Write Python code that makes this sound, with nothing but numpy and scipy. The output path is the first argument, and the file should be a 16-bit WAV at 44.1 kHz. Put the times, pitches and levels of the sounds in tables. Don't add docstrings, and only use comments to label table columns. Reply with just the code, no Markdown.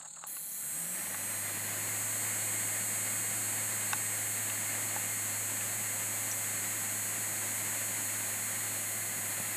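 import sys
import numpy as np
from scipy import signal
from scipy.fft import rfft, irfft, next_fast_len
from scipy.io import wavfile

SR = 44100
rng = np.random.default_rng(int(sys.argv[2]) if len(sys.argv) > 2 else 0)


def unload_audio(sound):
    columns = np.transpose(np.atleast_2d(sound))
    steps = np.round(np.clip(columns, -1, 1) * 32767)
    wavfile.write(sys.argv[1], SR, steps.astype(np.int16))


def magnitude_from_level(level_db):
    exponent = np.asarray(level_db, float) / 20
    return 10 ** exponent


N = 421596
STEP = 64

# time_s, turns_per_s
HELD_SPEED = [(.26, 108.115), (3.5, 106.86), (4.1, 106.58), (4.7, 106.15), (5.3, 105.88), (5.9, 105.45),
              (6.5, 105.33), (7.1, 104.97), (8.3, 104.46), (8.9, 104.45), (9.56, 104.15)]
# pitch_hz, level_db (rms)
ONCE_A_TURN = [(43, -90), (64, -74), (79, -62), (87, -81), (95, -58), (101, -52), (105.5, -49)]
# pitch_hz, level_db (rms)
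TWICE_A_TURN = [(90, -92), (150, -64), (175, -52), (195, -62), (215, -65)]
# multiple (of the shaft rate), level_db (rms), wobble_db
ROTOR_TONES = [(14, -68, 3), (15, -65, 3), (20, -56, 2.5), (26, -70, 3), (35, -71, 3), (39, -70, 3),
               (40, -69, 3), (41, -60, 2.5), (43, -70, 3)]
# pitch_hz, gain_db
DUCT_RESONANCE = [(3000, -22), (3900, -12), (4150, 1.7), (4500, -1.5)]
# pitch_hz, level_db (rms)
CAN_COLOUR = [(5600, -73), (5900, -71.2), (6250, -70.5), (6500, -62.8), (6800, -56.9), (7100, -58.5),
              (7450, -55.6), (7690, -50.5), (7735, -61), (7800, -60), (7950, -47.5), (8120, -41.1),
              (8400, -41.9), (8560, -49.1), (8700, -55), (8900, -64.4), (9300, -61.5), (9600, -68),
              (10300, -65.6), (11000, -72), (12300, -71.1), (13300, -62), (13700, -70)]
# time_s, gain_db
SONG_LEVEL = [(.26, -18), (.45, 4), (.6, -2), (.8, 2), (1.3, 2), (4, 1), (8, 2), (9.56, 0)]
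ORDER_PATTERN = [-1.6, .3, .9, -4.8, 2.1, -1.9, .5, 2.2, 4.3, -7.1]
# multiple (of the shaft rate), extra_db
ODD_ORDERS = [(59, 10.6), (61, 10.2), (63, 10.5), (66, 8.6), (67, -8.7), (70, 4.2), (75, -10.2),
              (77, -14.8), (78, -12.5), (79, -10.8), (80, -8.2), (81, -8.8), (85, 3.4), (86, -3.1),
              (88, -7.7)]
# (per Hz, relative)
BRUSH_SPECTRUM = [(3900, -17), (4300, -11), (4700, -41), (5600, -27), (6300, -13), (6800, -21),
                  (7500, -48.5), (8300, 1.5), (8900, -18), (9500, -12), (10500, -10), (11000, -26),
                  (12300, -17), (13400, -4)]
# (per Hz, relative)
AIR_SPECTRUM = [(30, -32.5), (120, -6), (210, -0.5), (340, -3), (430, -9), (530, -2), (1100, -5),
                (1400, -4.5), (1900, 1.75), (2500, -4), (3700, -12), (4250, -11), (5400, -17), (9000, -44)]
# time_s, rate_hz
CHOP_RATE = [(.27, 204.6), (.5, 204.34), (2, 204.31), (5, 204.26), (9.56, 204.18)]
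# centre_hz, top_db (rms), fall_below_db_per_khz, fall_above_db_per_khz
WINDING_RESONANCES = [(3270, -70, 80, 80), (4170, -67, 40, 40), (9230, -61, 60, 10), (10070, -45.8, 39, 36),
                      (12440, -48.5, 17.5, 105), (13330, -58, 20, 60), (15150, -55.5, 25, 120)]
# start_s, length_s, level_db
CLOTH_RUBS = [(0, 0.06, -62), (0.164, 0.066, -56), (0.236, .022, -54)]
# start_s, peak_db, favoured_hz (pitch that the blow favours), contact_ms
HAND_TICKS = [(.012, -41.5, 1090, 3), (.056, -44.5, 1190, 4.8), (.161, -49, 1900, 1.5),
              (.2393, -27.5, 1060, 0.11), (.367, -38, 1500, 2.8), (1.069, -37, 900, 2.8),
              (1.145, -32.5, 1190, 2.2), (3.9317, -14, 1070, 1.3), (4.4993, -29, 2000, 1.5),
              (4.9627, -25.5, 780, 0.98), (5.609, -30, 1800, 2), (6.311, -27.5, 5900, 6.5),
              (9.02, -44, 150, 4.4), (9.18, -40, 200, 4), (9.3995, -31, 230, 1.2)]
# pitch_hz, level_db (for a blow favouring that pitch), t60_s
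RINGING_MODES = [(209, -5, 0.032), (370, -10, 0.023), (734, -50, 0.023), (850, -6, 0.037),
                 (1130, -4.5, 0.022), (1500, -2, 0.015), (1900, -7, 0.0059), (2640, 8, 0.011),
                 (3550, -3, 0.02), (4700, 1, 0.0068), (5920, 4, 0.03)]
# (per Hz, relative)
ROOM_SPECTRUM = [(60, -46), (105, -39), (160, 0), (450, -32), (1070, -21), (3190, -18.5), (4300, -7),
                 (5200, -29), (6110, -38), (6550, 2), (7890, 5), (9070, -6), (9960, -23), (13300, -21),
                 (13800, -53)]
# pitch_hz, level_db (rms)
ROOM_HUMS = [(108, -79), (151, -74), (540, -77.5), (840, -72.5), (1435, -75)]
# centre_hz, half_width_hz, gain_db
THIN_BANDS = [(11020, 118, -8.5), (14170, 220, -40)]

SWITCH_ON_S, BREAKAWAY_S, SPIN_UP_S = .267, .19, .3945
SHORTFALL = 1.06
HUM_FADE_DB_PER_S = 0.28
FIRST_MULTIPLE, LAST_MULTIPLE = 53, 127
BRUSH_HISS_DB = -49
RUSH_DB, RUSH_DB_PER_DECADE, SLOW_RUSH_DB = -43, 68, -59
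FAINTEST_DB, WHINE_FIZZ_DB = -73, -17
RUB_ATTACK_S, RUB_RELEASE_S, CLOTH_SETTLING_DB = .004, .008, -69.5
ROOM_DB = -48
THROB_HZ, THROB_DEPTH, THROB_FADE_S = 36.5, .55, .35
HISS_THINS_DB, HISS_THINS_S = -2, 3.9


def rms_one(x):
    return x / np.sqrt(np.mean(x ** 2) + 1e-20)


def seconds():
    return np.arange(N) / SR


def in_time(rows):
    s, values = np.transpose(rows)
    return np.interp(seconds(), s, values)


def at_hz(points, hz):
    point_hz, point_db = np.transpose(points)
    return np.interp(np.log(hz), np.log(point_hz), point_db)


def stretch(slow):
    return np.interp(np.arange(N), STEP * np.arange(len(slow)), slow)


def drift(rate_hz):
    r = np.exp(-2 * np.pi * rate_hz * STEP / SR)
    noise = rng.standard_normal(N // STEP + 1002)
    wander = signal.lfilter([1], [1, -2 * r, r * r], noise)
    return rms_one(wander[1000:])


def coloured(spectrum, beyond_db):
    size = next_fast_len(N)
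    hz = np.arange(size // 2 + 1) * SR / size + 1e-3
    inside = (hz > spectrum[0][0]) & (hz < spectrum[-1][0])
    gain = magnitude_from_level(at_hz(spectrum, hz) + np.where(inside, 0, beyond_db))
    return rms_one(irfft(rfft(rng.standard_normal(size)) * gain, size)[:N])


def tone(angle, slow_db, wobble_db, wobble_hz):
    gain = magnitude_from_level(slow_db + wobble_db * drift(wobble_hz))
    slip = rng.uniform(0, 2 * np.pi) + 0.35 * drift(wobble_hz)
    return np.sqrt(2) * stretch(gain) * np.sin(angle + stretch(slip))


def fan():
    every_sample = shaft()
    angle = 2 * np.pi * np.cumsum(every_sample) / SR
    at = np.minimum(STEP * np.arange(N // STEP + 2), N - 1)
    turns = every_sample[at]
    hum_db = at_hz(ONCE_A_TURN, turns) - HUM_FADE_DB_PER_S * at / SR
    song_db = in_time(SONG_LEVEL)[at]
    running = np.arange(N) > SWITCH_ON_S * SR
    return (rotor(angle, turns, hum_db) + motor(angle, turns, song_db) + air(turns)) * running


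def shaft():
    since = np.maximum(seconds() - SWITCH_ON_S, 0)
    moving = 1 - np.exp(-(since / BREAKAWAY_S) ** 2)
    reached = in_time(HELD_SPEED) * np.exp(-SHORTFALL * np.exp(-since / SPIN_UP_S))
    return 5 + (reached - 5) * moving


def rotor(angle, turns, hum_db):
    out = tone(angle, hum_db, 0.24, 0.51)
    out += tone(2 * angle, at_hz(TWICE_A_TURN, 2 * turns), 2.1, 9.2)
    load_db = 50 * np.log10(turns / turns.max())
    for multiple, level_db, wobble_db in ROTOR_TONES:
        in_duct = multiple * turns.max() > DUCT_RESONANCE[1][0]
        duct_db = at_hz(DUCT_RESONANCE, multiple * turns) if in_duct else 0
        out += tone(multiple * angle, level_db + load_db + duct_db, wobble_db, 15.5)
    return out


def motor(angle, turns, song_db):
    s = STEP * np.arange(len(turns)) / SR
    straining = np.clip((2.0 - s) / .4, 0, 1)
    hiss_gain = magnitude_from_level(BRUSH_HISS_DB) * stretch(magnitude_from_level(0.13 * song_db))
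    out = hiss_gain * coloured(BRUSH_SPECTRUM, beyond_db=-25)
    odd_db = dict(ODD_ORDERS)
    lowest_hz = CAN_COLOUR[0][0]
    for multiple in range(FIRST_MULTIPLE, LAST_MULTIPLE + 1):
        hz = multiple * turns
        held = multiple > 80 and multiple % 10 != 2
        near = np.exp(-((hz - 8230) / 450) ** 2)
        strain_db = straining * (-9.0 * near * held - 3.5)
        below_db = 0.09 * np.maximum(lowest_hz - hz, 0)
        colour_db = at_hz(CAN_COLOUR, hz) - below_db
        own_db = ORDER_PATTERN[multiple % 10] + odd_db.get(multiple, 0)
        out += tone(multiple * angle, colour_db + own_db + song_db + strain_db, 0.45, 9.7)
    return out


def air(turns):
    speed_db = RUSH_DB + RUSH_DB_PER_DECADE * np.log10(turns / turns.max())
    rush_db = 10 * np.log10(magnitude_from_level(2 * speed_db) + magnitude_from_level(2 * SLOW_RUSH_DB))
    gusts = stretch(magnitude_from_level(.3 * drift(3.0) + .6 * drift(25.0)))
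    return magnitude_from_level(stretch(rush_db)) * gusts * coloured(AIR_SPECTRUM, beyond_db=-20)


def chopping():
    rate = in_time(CHOP_RATE)
    angle = 2 * np.pi * np.cumsum(rate) / SR
    out = np.zeros(N)
    uneven = signal.butter(2, 70, fs=SR / STEP, output="sos")
    for multiple in range(10, 76):
        khz = multiple * rate.mean() / 1000
        level_db = max(top_db - max(below * (hz / 1000 - khz), above * (khz - hz / 1000))
                       for hz, top_db, below, above in WINDING_RESONANCES)
        if level_db <= FAINTEST_DB:
            continue
        fizz = rms_one(signal.sosfilt(uneven, rng.standard_normal(N // STEP + 2)))
        gain = magnitude_from_level(level_db + 0.81 * drift(11.0)) * (1 + magnitude_from_level(WHINE_FIZZ_DB) * fizz)
        spread = .04 * (multiple - 55) ** 2
        out += np.sqrt(2) * stretch(gain) * np.cos(multiple * angle + spread)
    return out * np.clip((seconds() - SWITCH_ON_S) / .003, 0, 1)


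def hand():
    band = signal.butter(3, [620, 1550], "band", fs=SR, output="sos")
    clumps = stretch(magnitude_from_level(5.1 * drift(34.0)))
    rustle = rms_one(signal.sosfilt(band, rng.standard_normal(N))) * clumps
    out = rustle * rubbing()
    for start_s, peak_db, favoured_hz, contact_ms in HAND_TICKS:
        sound = tick(favoured_hz, contact_ms)
        at = int(start_s * SR)
        out[at:at + len(sound)] += magnitude_from_level(peak_db) * sound / abs(sound).max()
    return out


def rubbing():
    s = seconds()
    out = magnitude_from_level(CLOTH_SETTLING_DB) * (s < .45)
    for start_s, length_s, level_db in CLOTH_RUBS:
        swell = np.clip((s - start_s) / RUB_ATTACK_S, 0, 1)
        dying = np.exp(-np.maximum(s - start_s - length_s, 0) / RUB_RELEASE_S)
        out = out + magnitude_from_level(level_db) * swell * dying
    return out


def tick(favoured_hz, contact_ms):
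    grit = rng.standard_normal(2048)
    after_ms = np.arange(len(grit)) * 1000 / SR
    contact = grit * after_ms * np.exp(-2 * after_ms / contact_ms)
    out = np.zeros(len(grit))
    for hz, level_db, t60_s in RINGING_MODES:
        r = magnitude_from_level(-60 / (t60_s * SR))
        w = 2 * np.pi * hz / SR
        strength = magnitude_from_level(level_db - 13.6 * abs(np.log2(hz / favoured_hz)))
        out += strength * signal.lfilter([1, 0, -1], [1, -2 * r * np.cos(w), r * r], contact)
    soft = signal.butter(1, min(4.8 * favoured_hz, .4 * SR), fs=SR)
    return signal.lfilter(*soft, out)


def room():
    s = seconds()
    out = magnitude_from_level(ROOM_DB) * coloured(ROOM_SPECTRUM, beyond_db=-13)
    out *= 1 + THROB_DEPTH * np.exp(-s / THROB_FADE_S) * np.cos(2 * np.pi * THROB_HZ * s)
    out *= magnitude_from_level(HISS_THINS_DB * np.clip(s / HISS_THINS_S, 0, 1))
    for hz, level_db in ROOM_HUMS:
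        out += tone(2 * np.pi * hz * s, level_db, 2.0, 32.0)
    return out


def scene():
    return (fan() + chopping() + hand() + room())[None]


def thin_treble(x):
    size = next_fast_len(N)
    hz = np.arange(size // 2 + 1) * SR / size
    thin_db = sum(gain_db * np.exp(-((hz - centre_hz) / half_width_hz) ** 4)
                  for centre_hz, half_width_hz, gain_db in THIN_BANDS)
    return irfft(rfft(x, size) * magnitude_from_level(thin_db), size)[:, :N]


def microphone(x):
    bass_cut = signal.butter(2, 70, "high", fs=SR, output="sos")
    return signal.sosfilt(bass_cut, x)


def top_cut(x):
    return signal.sosfilt(signal.butter(12, 15630, fs=SR, output="sos"), x)


def record(dry):
    mix = microphone(thin_treble(dry))
    return top_cut(mix)


dry = scene()
out = record(dry)
unload_audio(out)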